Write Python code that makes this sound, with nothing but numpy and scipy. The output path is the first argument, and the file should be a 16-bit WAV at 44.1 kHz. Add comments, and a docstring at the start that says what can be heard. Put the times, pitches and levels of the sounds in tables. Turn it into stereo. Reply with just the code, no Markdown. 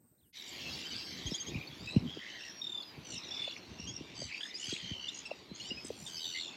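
"""Gulls cry, trill, yap and whistle on a sea cliff, each voice a gliding harmonic source shaped by the throat.
The rock scatters their calls back, and many distant birds sum to a chorus over the broadband noise of surf.
Turbulent gusts buffet and thump the microphone under a high hiss. The sound opens with a moment of
quiet garden (insects, one small bird) and then cuts to the colony."""
import sys
import numpy as np
from scipy import signal
from scipy.fft import rfft, irfft, next_fast_len
from scipy.io import wavfile
from scipy.ndimage import uniform_filter1d, map_coordinates

SR = 44100
rng = np.random.default_rng(int(sys.argv[2]) if len(sys.argv) > 2 else 0)


def waveform_to_disk(signal):
    """Save audio, clipped to [-1, 1], as 16-bit WAV at the path in sys.argv[1]."""
    frames = np.transpose(np.atleast_2d(signal))
    scaled = np.clip(frames, -1, 1) * 32767
    samples = np.round(scaled).astype(np.int16)
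    wavfile.write(sys.argv[1], SR, samples)


N = 289296
CUT_S, TOP_HZ = .325, 15850  # garden gives way to colony; upper band limit

# Resonance curve of the throat: frequency_hz, gain_db
THROAT_RESPONSE = [(1000, -38.5), (2000, 0), (3500, 8.5), (6500, 4.5), (8300, -8.5), (9300, -16.5),
                   (16000, -66)]
def bird_voice(length_s, start_hz, mid_hz, end_hz, level_db, throb_hz, roughness, slope_db,
               subharmonic_db, attack_s=.0046, fade_share=.15):
    """Source and filter: the throat weights pulsed harmonics, which random modulation smears into noise."""
    n = max(round(length_s * SR), 64)
    u = np.arange(n) / n
    hz = start_hz * (1 - u) * (1 - 2 * u) + 4 * mid_hz * u * (1 - u) + end_hz * u * (2 * u - 1)
    drift = roughness * .21 * np.minimum(5 * u, 1) * wobble(22.9, n)
    beat = (throb_hz * u * length_s + drift) % 1
    hz *= 1 + throb_hz / 1500 * (beat - .35)  # the pitch sweeps up inside each throb
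    hz *= 1 + .022 * roughness * wobble(40.08, n)
    phase = 2 * np.pi * np.cumsum(hz) / SR
    tilt_db = slope_db + 7 * (np.sin(np.pi * u) - 1)  # overtones swell with the effort in mid call
    voice = np.zeros(n)
    for k in np.arange(1, 9) / 2:  # multiples of half the pitch
        line_db = along(THROAT_RESPONSE, k * hz) + tilt_db * np.log2(max(k, 1))
        line_db += subharmonic_db * (k % 1 > 0)
        smear = roughness * 1.85 * np.sqrt(k) * wobble(380, n)
        flicker_db = 5 * roughness * wobble(203.5, n) + (2.42 + 2 * roughness) * wobble(20.24, n)
        voice += amp(line_db + flicker_db) * np.sin(k * phase + smear) * (k * hz < TOP_HZ)
    if throb_hz:  # a sharp start, then a gap that roughness fills
        voice *= .12 + roughness ** 2 / 2 + np.clip(np.minimum(beat / .12, (.7 - beat) / .3), 0, 1)
    envelope = np.clip(np.minimum(u * length_s / attack_s, (1 - u) / fade_share), 0, 1)
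    return amp(level_db) * envelope * unit(voice)


# Harsh cries and trills: start_s, length_s, start_hz, end_hz, level_db, throb_hz, roughness,
# slope_db_per_octave, subharmonic_db
GULL_CRIES = [(0.336, 0.22, 3880, 3570, -52, 66, 0.88, 3, -4.5),
              (0.575, 0.33, 3330, 3100, -56.5, 100, 0.41, 1, -3),
              (0.816, 0.353, 3094, 3160, -47, 160, 0.59, -7, 36),
              (1.494, 0.19, 2550, 2340, -49, 77, 0.77, -10.5, -9),
              (1.681, 0.28, 3270, 3830, -58, 46, 0.41, -8, -30),
              (1.785, 0.27, 2297, 2790, -54.5, 58, 0.83, 2.5, -33),
              (1.834, 0.19, 3780, 4060, -49, 81, 0.44, -23, -11.5),
              (2.054, 0.21, 3270, 3180, -50.5, 96, 0.54, -21.5, -0.5),
              (2.188, 0.47, 1976, 1690, -53, 118, 0.66, -17, -10),
              (2.267, 0.13, 2920, 3100, -54, 60, 0.2, -36, -21),
              (2.376, 0.15, 5590, 5350, -48, 70, 0.77, -14, 0.5),
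              (2.614, 0.232, 3700, 3400, -41.5, 37.5, 0.22, -10, -44),
              (3.028, 0.19, 2983, 2680, -45, 54.3, 0.7, 3.5, -8),
              (3.083, 0.4, 5745, 5170, -51.5, 59, 1, -25, -6.5),
              (3.11, 0.28, 3750, 3800, -53, 90, 0.77, -20, -25),
              (3.309, 0.25, 3480, 3450, -43, 36.8, 0.25, -20, -25),
              (3.409, 0.18, 2874, 2600, -46.5, 72, 1, -10.5, 2),
              (3.774, 0.27, 5530, 5500, -48.5, 79, 0.67, -16, -3),
              (4.14, 0.19, 3106, 3000, -47.5, 80, 0.43, 6, 1),
              (4.274, 0.14, 2310, 2530, -45, 84, 1.11, -18, -26),
              (4.344, 0.2, 3370, 3160, -60.5, 84, 0.3, 27, -5),
              (4.404, 0.077, 3210, 3650, -43.5, 41.3, 0.76, -43, 8),
              (4.584, 0.24, 2790, 3560, -44.5, 74, 0.39, -0.5, -8),
              (4.563, 0.3, 3320, 4250, -54, 87, 0.88, 23, -6.5),
              (4.666, 0.14, 2975, 2400, -45, 81, 1.09, -12, 1),
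              (4.768, 0.48, 3210, 2680, -47.5, 66, 0.34, -11, -7),
              (5.112, 0.15, 3240, 3450, -51, 68.5, 0.9, 7, -12),
              (5.538, 0.21, 3125, 3900, -52.5, 100, 0.8, 12, -10),
              (5.826, 0.077, 3310, 2960, -51, 56, 0.8, 37, -9),
              (5.889, 0.29, 2960, 2740, -55.5, 81, 0.56, 16, 0),
              (6.059, 0.49, 3210, 2660, -45.5, 83, 0.38, -2, 3),
              (6.184, 0.39, 3750, 3440, -45, 85, 0.75, -0.5, -23)]
def gull_cries(trill_below_hz=42):
    """Amplitude modulation: slow throbs are heard as a trill, fast ones as a harsh cry that swells in."""
    track = np.zeros(N)
    for start_s, length_s, start_hz, end_hz, level_db, throb_hz, *timbre in GULL_CRIES:
        arch_hz = start_hz, (start_hz + end_hz) / 2 * 1.015, end_hz
        envelope = dict(attack_s=.025, fade_share=.37) if throb_hz > trill_below_hz else {}
        add(track, start_s, bird_voice(length_s, *arch_hz, level_db, throb_hz, *timbre, **envelope))
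    return track


# Short clear yaps: start_s, length_s, pitch_hz, bend_share, level_db, slope_db_per_octave
GULL_YAPS = [(0.656, 0.051, 2670, -0.01, -44, -10), (0.724, 0.042, 4620, 0.017, -44.5, -11),
             (0.847, 0.042, 3066, 0.057, -43, -12), (0.904, 0.042, 2986, 0.01, -43.5, -12),
             (1.26, 0.037, 3240, 0.09, -40, 2.5), (1.338, 0.035, 3286, 0.13, -37, 8),
             (1.395, 0.047, 3204, 0.08, -40.5, 6), (1.377, 0.028, 4810, -0.06, -46, -25),
             (1.459, 0.052, 3220, 0.19, -44.5, 5.5), (1.67, 0.018, 4400, 0.01, -47, -26),
             (1.87, .045, 2596, 0.045, -44, -15), (2.819, 0.026, 4470, -0.31, -47, -17),
             (3.563, .03, 5900, -0.23, -52.5, -18), (3.869, 0.057, 3220, 0.054, -43, -3),
             (4.504, 0.02, 3580, 0.05, -47, -25), (4.539, .045, 4890, 0.18, -41.5, 4),
             (5.08, 0.023, 3560, 0.14, -37, -0.5), (5.145, 0.022, 5740, 0.05, -52, -32),
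             (5.251, 0.035, 2685, -0.049, -44, -1.5), (5.307, 0.022, 2710, -0.03, -41, -15.5),
             (5.597, 0.023, 2860, 0.1, -43, -10.5), (5.645, 0.042, 2970, 0.098, -47, -20),
             (5.703, 0.032, 2840, 0.0064, -39, -20.5), (5.769, .04, 2533, -0.04, -46, -15),
             (6.061, 0.028, 3600, 0.042, -42.5, -12), (6.165, 0.047, 5200, -0.041, -45, -8),
             (6.343, 0.06, 2070, 0.068, -43, -15)]
def gull_yaps():
    """Voiced transients: brief harmonic bursts whose pitch hooks up or down at the end."""
    track = np.zeros(N)
    for start_s, length_s, hz, bend, level_db, slope_db in GULL_YAPS:
        yap = bird_voice(length_s, hz, hz * (1 + bend / 9), hz * (1 + bend), level_db, throb_hz=0,
                         roughness=.3, slope_db=slope_db, subharmonic_db=-15, fade_share=.5)
        add(track, start_s, yap)
    return track


# Thin whistles: start_s, length_s, start_hz, mid_hz, end_hz, level_db
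GULL_WHISTLES = [(0.68, 0.145, 4550, 5370, 5050, -54), (.98, 0.18, 5150, 5430, 5050, -55),
                 (1.305, .04, 4900, 5400, 4600, -46), (2.495, 0.19, 5680, 5630, 5290, -54),
                 (2.745, .19, 4760, 4980, 4830, -58), (3.403, 0.06, 9300, 8700, 8000, -67),
                 (4.35, .17, 4400, 4950, 5150, -55), (4.635, 0.07, 5250, 4850, 4400, -49),
                 (5.0, .115, 4550, 4600, 5450, -58), (5.49, 0.14, 3950, 4150, 4300, -60),
                 (5.61, 0.29, 4180, 5080, 5030, -52), (5.67, .035, 5350, 5700, 4950, -50)]
def whistles(notes=GULL_WHISTLES):
    """Nearly pure tones: a steep spectral slope leaves one gliding line."""
    track = np.zeros(N)
    for start_s, *note in notes:
        add(track, start_s, bird_voice(*note, throb_hz=0, roughness=.25, slope_db=-22, subharmonic_db=-50))
    return track


# Gust impacts: start_s, level_db, pitch_hz
GUST_THUMPS = [(1.25, -30, 81), (1.317, -26.5, 247), (1.55, -26.5, 158), (1.9624, -10, 175),
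               (2.17, -31.5, 346), (2.976, -36, 191), (3.477, -31, 590), (3.795, -36, 213),
               (4.007, -33, 276), (4.219, -30.5, 580), (4.68, -35.5, 154), (4.725, -28.5, 273),
               (4.911, -29, 157), (5.314, -24, 596), (5.513, -31.5, 220), (5.712, -31, 300),
               (5.847, -35, 267), (5.903, -25, 480)]
# Pitch sag of a thump, least for high taps: pitch_hz, sag_share
THUMP_SAG = [(90, 0.55), (160, 0.7), (300, 0.56), (550, 0.05)]
def gust_thumps():
    """Pressure pulses: the strongest eddies strike the microphone as damped tones of falling pitch."""
    track = np.zeros(N)
    for start_s, level_db, hz in GUST_THUMPS:
        cycles = np.arange(round(8 * SR / hz)) * hz / SR
        swell = (cycles / 1.64 * np.exp(1 - cycles / 1.174)) ** 1.47
        glide = 3 * along(THUMP_SAG, hz) * (1 - np.exp(-cycles / .89) - cycles / 4)
        phase = 2 * np.pi * (cycles + glide) + .4 * wobble(hz, len(cycles))
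        add(track, start_s, amp(level_db) * swell * np.sin(phase))
    return track


# Strength of the buffeting: time_s, level_db
BUFFET_LEVELS = [(0, -67), (.36, -73.5), (.65, -47.5), (.9, -56), (1.2, -46.5), (1.42, -54.5),
                 (1.58, -43.5), (1.75, -59.5), (1.94, -43), (2.06, -37.5), (2.3, -65.5), (2.75, -60.5),
                 (3.1, -58.5), (3.65, -60), (4, -46), (4.5, -72), (4.85, -53.5), (5.3, -66), (5.9, -53),
                 (6.2, -62), (6.56, -64)]
# Spectrum of the eddies: frequency_hz, relative_density_db
BUFFET_SPECTRUM = [(30, -70), (63, -1.5), (140, -0.5), (254, -3), (455, -14), (563, -18.5), (900, -26.5),
                   (1170, -29), (1980, -120)]
def wind_buffet():
    """Turbulence: eddies at the microphone make low noise that comes in lumps."""
    lumps = amp(2.2 * wobble(15) + 2.6 * wobble(40))
    rumble = shaped_noise(BUFFET_SPECTRUM, side_db=-12, patchy_db=3.5)
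    return amp(curves(BUFFET_LEVELS)[0]) * unit(lumps * rumble)


# Background of the colony: time_s, chorus_db, surf_db
COLONY_LEVELS = [(.36, -52.5, -66), (.65, -47.5, -53), (1.15, -46.5, -58), (1.4, -51.5, -54.5),
                 (1.75, -58, -56), (2.4, -54.5, -56.5), (2.95, -63.5, -57.5), (3.4, -48, -52),
                 (3.7, -61, -56.5), (4.1, -54.5, -58.5), (4.7, -52, -60.5), (5.4, -58.5, -56.5),
                 (6.3, -57, -58), (6.56, -52.5, -54.5)]
def far_gulls(count=420):
    """Incoherent summation: many distant calls overlap into a rough chorus."""
    track = np.zeros(N)
    for when, pitch, glide, length, level, throb, rough in rng.random((count, 7)):
        hz = 1750 * 2.8 ** pitch
        bend = 1 + .13 * (glide - .5)
        call = bird_voice(.044 + .202 * length ** 2, hz, hz * bend, hz * bend ** .5, 5 * level,
                          40 + 100 * throb, .22 + .5 * rough, slope_db=-7, subharmonic_db=-1.2)
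        add(track, when * N / SR, call)
    chorus = spread(track, depth_rad=.12, rate_hz=8) + amp(-7) * cliff_echo(track, t60_s=.4, delay_s=.01)
    return amp(curves(COLONY_LEVELS)[0]) * unit(chorus)


# Spectrum of the surf: frequency_hz, relative_density_db
SURF_SPECTRUM = [(120, -7), (195, 7), (334, 10), (503, 2), (999, 1.5), (1350, -2.5), (3810, -4.5),
                 (8280, -25), (8800, -19), (9500, -79)]
def surf():
    """Broadband noise: waves in the gully below and wind over the scrub merge into a wavering rush."""
    level_db = curves(COLONY_LEVELS)[1] + 1.1 * wobble(5.29)
    return amp(level_db) * shaped_noise(SURF_SPECTRUM, side_db=-11, patchy_db=2.5)


# Strength of the hiss: time_s, level_db
HISS_LEVELS = [(0, -99.5), (.4, -61.5), (1.85, -69.5), (1.95, -72.5), (3, -70.5), (4, -77.5), (5.7, -76),
               (6.25, -59.5), (6.56, -81)]
# Spectrum of the hiss: frequency_hz, relative_density_db
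HISS_SPECTRUM = [(8000, -61), (9000, 3), (12000, 14), (15000, 8)]
def high_hiss():
    """High-pass noise: a faint, flickering hiss swells and sinks."""
    return amp(curves(HISS_LEVELS)[0]) * shaped_noise(HISS_SPECTRUM, side_db=-24, patchy_db=4)


# Spectrum of the garden: frequency_hz, relative_density_db
GARDEN_SPECTRUM = [(180, -53), (300, -28), (1210, -17.5), (1500, -9), (2810, -22), (6980, -18.5),
                   (8660, 3.5), (9720, -65), (11100, -47), (14200, 2.5), (15700, -4)]
def garden_insects():
    """Band noise: insects sound as two treble peaks above a quiet noise floor."""
    return amp(-70) * shaped_noise(GARDEN_SPECTRUM, side_db=-8, patchy_db=2)


# Two chirps: start_s, length_s, start_hz, mid_hz, end_hz, level_db
GARDEN_CHIRPS = [(0.177, 0.054, 3470, 3950, 1100, -82), (0.224, 0.061, 3900, 3040, 2900, -80)]
def garden_bird():
    """Frequency sweeps: a small bird whistles two quick falling notes."""
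    return whistles(GARDEN_CHIRPS)


def cliff_echo(x, t60_s, delay_s):
    """Diffuse reflection: rock faces scatter sound back, a little differently to each side."""
    t = np.arange(SR // 2) / SR
    mid, side = rng.standard_normal((2, len(t))) * amp(-60 * t / t60_s) * (t > delay_s)
    tail = np.array([mid + .073 * side, mid - .11 * side])
    return signal.fftconvolve(x[None], tail / np.linalg.norm(mid), axes=1)[:, :N]


def spread(x, depth_rad, rate_hz):
    """Phase difference: sound reaches the two channels with a wandering offset."""
    analytic = signal.hilbert(x, next_fast_len(N))[..., :N]
    return np.real(analytic * np.exp(1j * depth_rad * wobble(rate_hz) * np.array([[1], [-1]])))


def shaped_noise(spectrum, side_db, patchy_db):
    """Spectral shaping: stereo noise of rms 1, with patches of random gain in time and frequency."""
    bins = signal.stft(rng.standard_normal((2, N)), nperseg=512)[2]
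    patches = uniform_filter1d(rng.standard_normal(bins.shape[1:]), size=6, axis=0)
    patches = unit(uniform_filter1d(patches, size=10, axis=1))
    pair = signal.istft(bins * amp(patchy_db * patches), nperseg=512)[1][:, :N]
    mid, side = filtered(pair, lambda hz: amp(along(spectrum, hz)))
    return unit(np.array([mid + amp(side_db) * side, mid - amp(side_db) * side]))


def amp(db):
    return 10 ** (np.asarray(db) / 20)


def unit(x):
    return x / np.sqrt(np.mean(x ** 2) + 1e-20)


def along(points, hz):
    """Interpolation on a logarithmic frequency axis."""
    knots_hz, values = np.transpose(points)
    return np.interp(np.log(hz + 1), np.log(knots_hz + 1), values)


def curves(rows):
    """Linear interpolation in time: one value per sample for each column after the first."""
    times_s, *columns = np.transpose(rows)
    return [np.interp(np.arange(N) / SR, times_s, column) for column in columns]


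def wobble(rate_hz, size=N):
    """Smooth random modulation: a spline through rate_hz knots a second."""
    knots = rng.standard_normal(max(int(size * rate_hz / SR) + 4, 256))
    return map_coordinates(knots, [np.arange(size) * rate_hz / SR])


def filtered(x, response):
    """Linear filtering: the spectrum of x times a complex frequency response."""
    size = next_fast_len(N + SR // 2)
    return irfft(rfft(x, size) * response(np.fft.rfftfreq(size, 1 / SR)), size)[..., :N]


def add(track, start_s, sound):
    part = track[max(round(start_s * SR), 0):][:len(sound)]
    part += sound[:len(part)]


def scene():
    """Superposition: near birds and wind over a background that cuts from garden to colony."""
    t = np.arange(N) / SR
    colony_gate = np.clip((t - CUT_S) / .042, 0, 1)
    garden_gate = np.clip((CUT_S - t) / .029, 0, 1)
    insects, hiss = garden_insects(), high_hiss()
    calls = gull_cries() + gull_yaps() + whistles() + garden_bird()
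    birds = spread(calls, depth_rad=.1, rate_hz=3.135)
    birds += amp(-12) * cliff_echo(calls, t60_s=.19, delay_s=.0039)
    wind = spread(wind_buffet() + gust_thumps(), depth_rad=.36, rate_hz=12)
    background = (far_gulls() + surf()) * colony_gate + insects * garden_gate
    return birds + (wind + hiss) * (colony_gate + garden_gate) + background


# Small phase offset between the channels: frequency_hz, left_lead_rad
CHANNEL_PHASE = [(300, 0), (1460, -0.2), (3360, 0.6), (6980, -0.3), (8530, 0.1)]
def record(dry):
    """Band-pass filtering and phase shift: deep bass and top treble are cut, and the image widens."""
    def response(hz):
        # the highest treble reaches the left channel 16 samples late, widening the hiss
        treble_lag_rad = 2 * np.pi * hz * 16 / SR * (hz > 8800)
        lead_rad = along(CHANNEL_PHASE, hz) - treble_lag_rad
        bass_cut = 1 / (1 + (42 / (hz + 1)) ** 4)
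        return np.exp(.5j * lead_rad * np.array([[1], [-1]])) * bass_cut * (hz < TOP_HZ)
    return filtered(dry, response)


dry = scene()
out = record(dry)
waveform_to_disk(out)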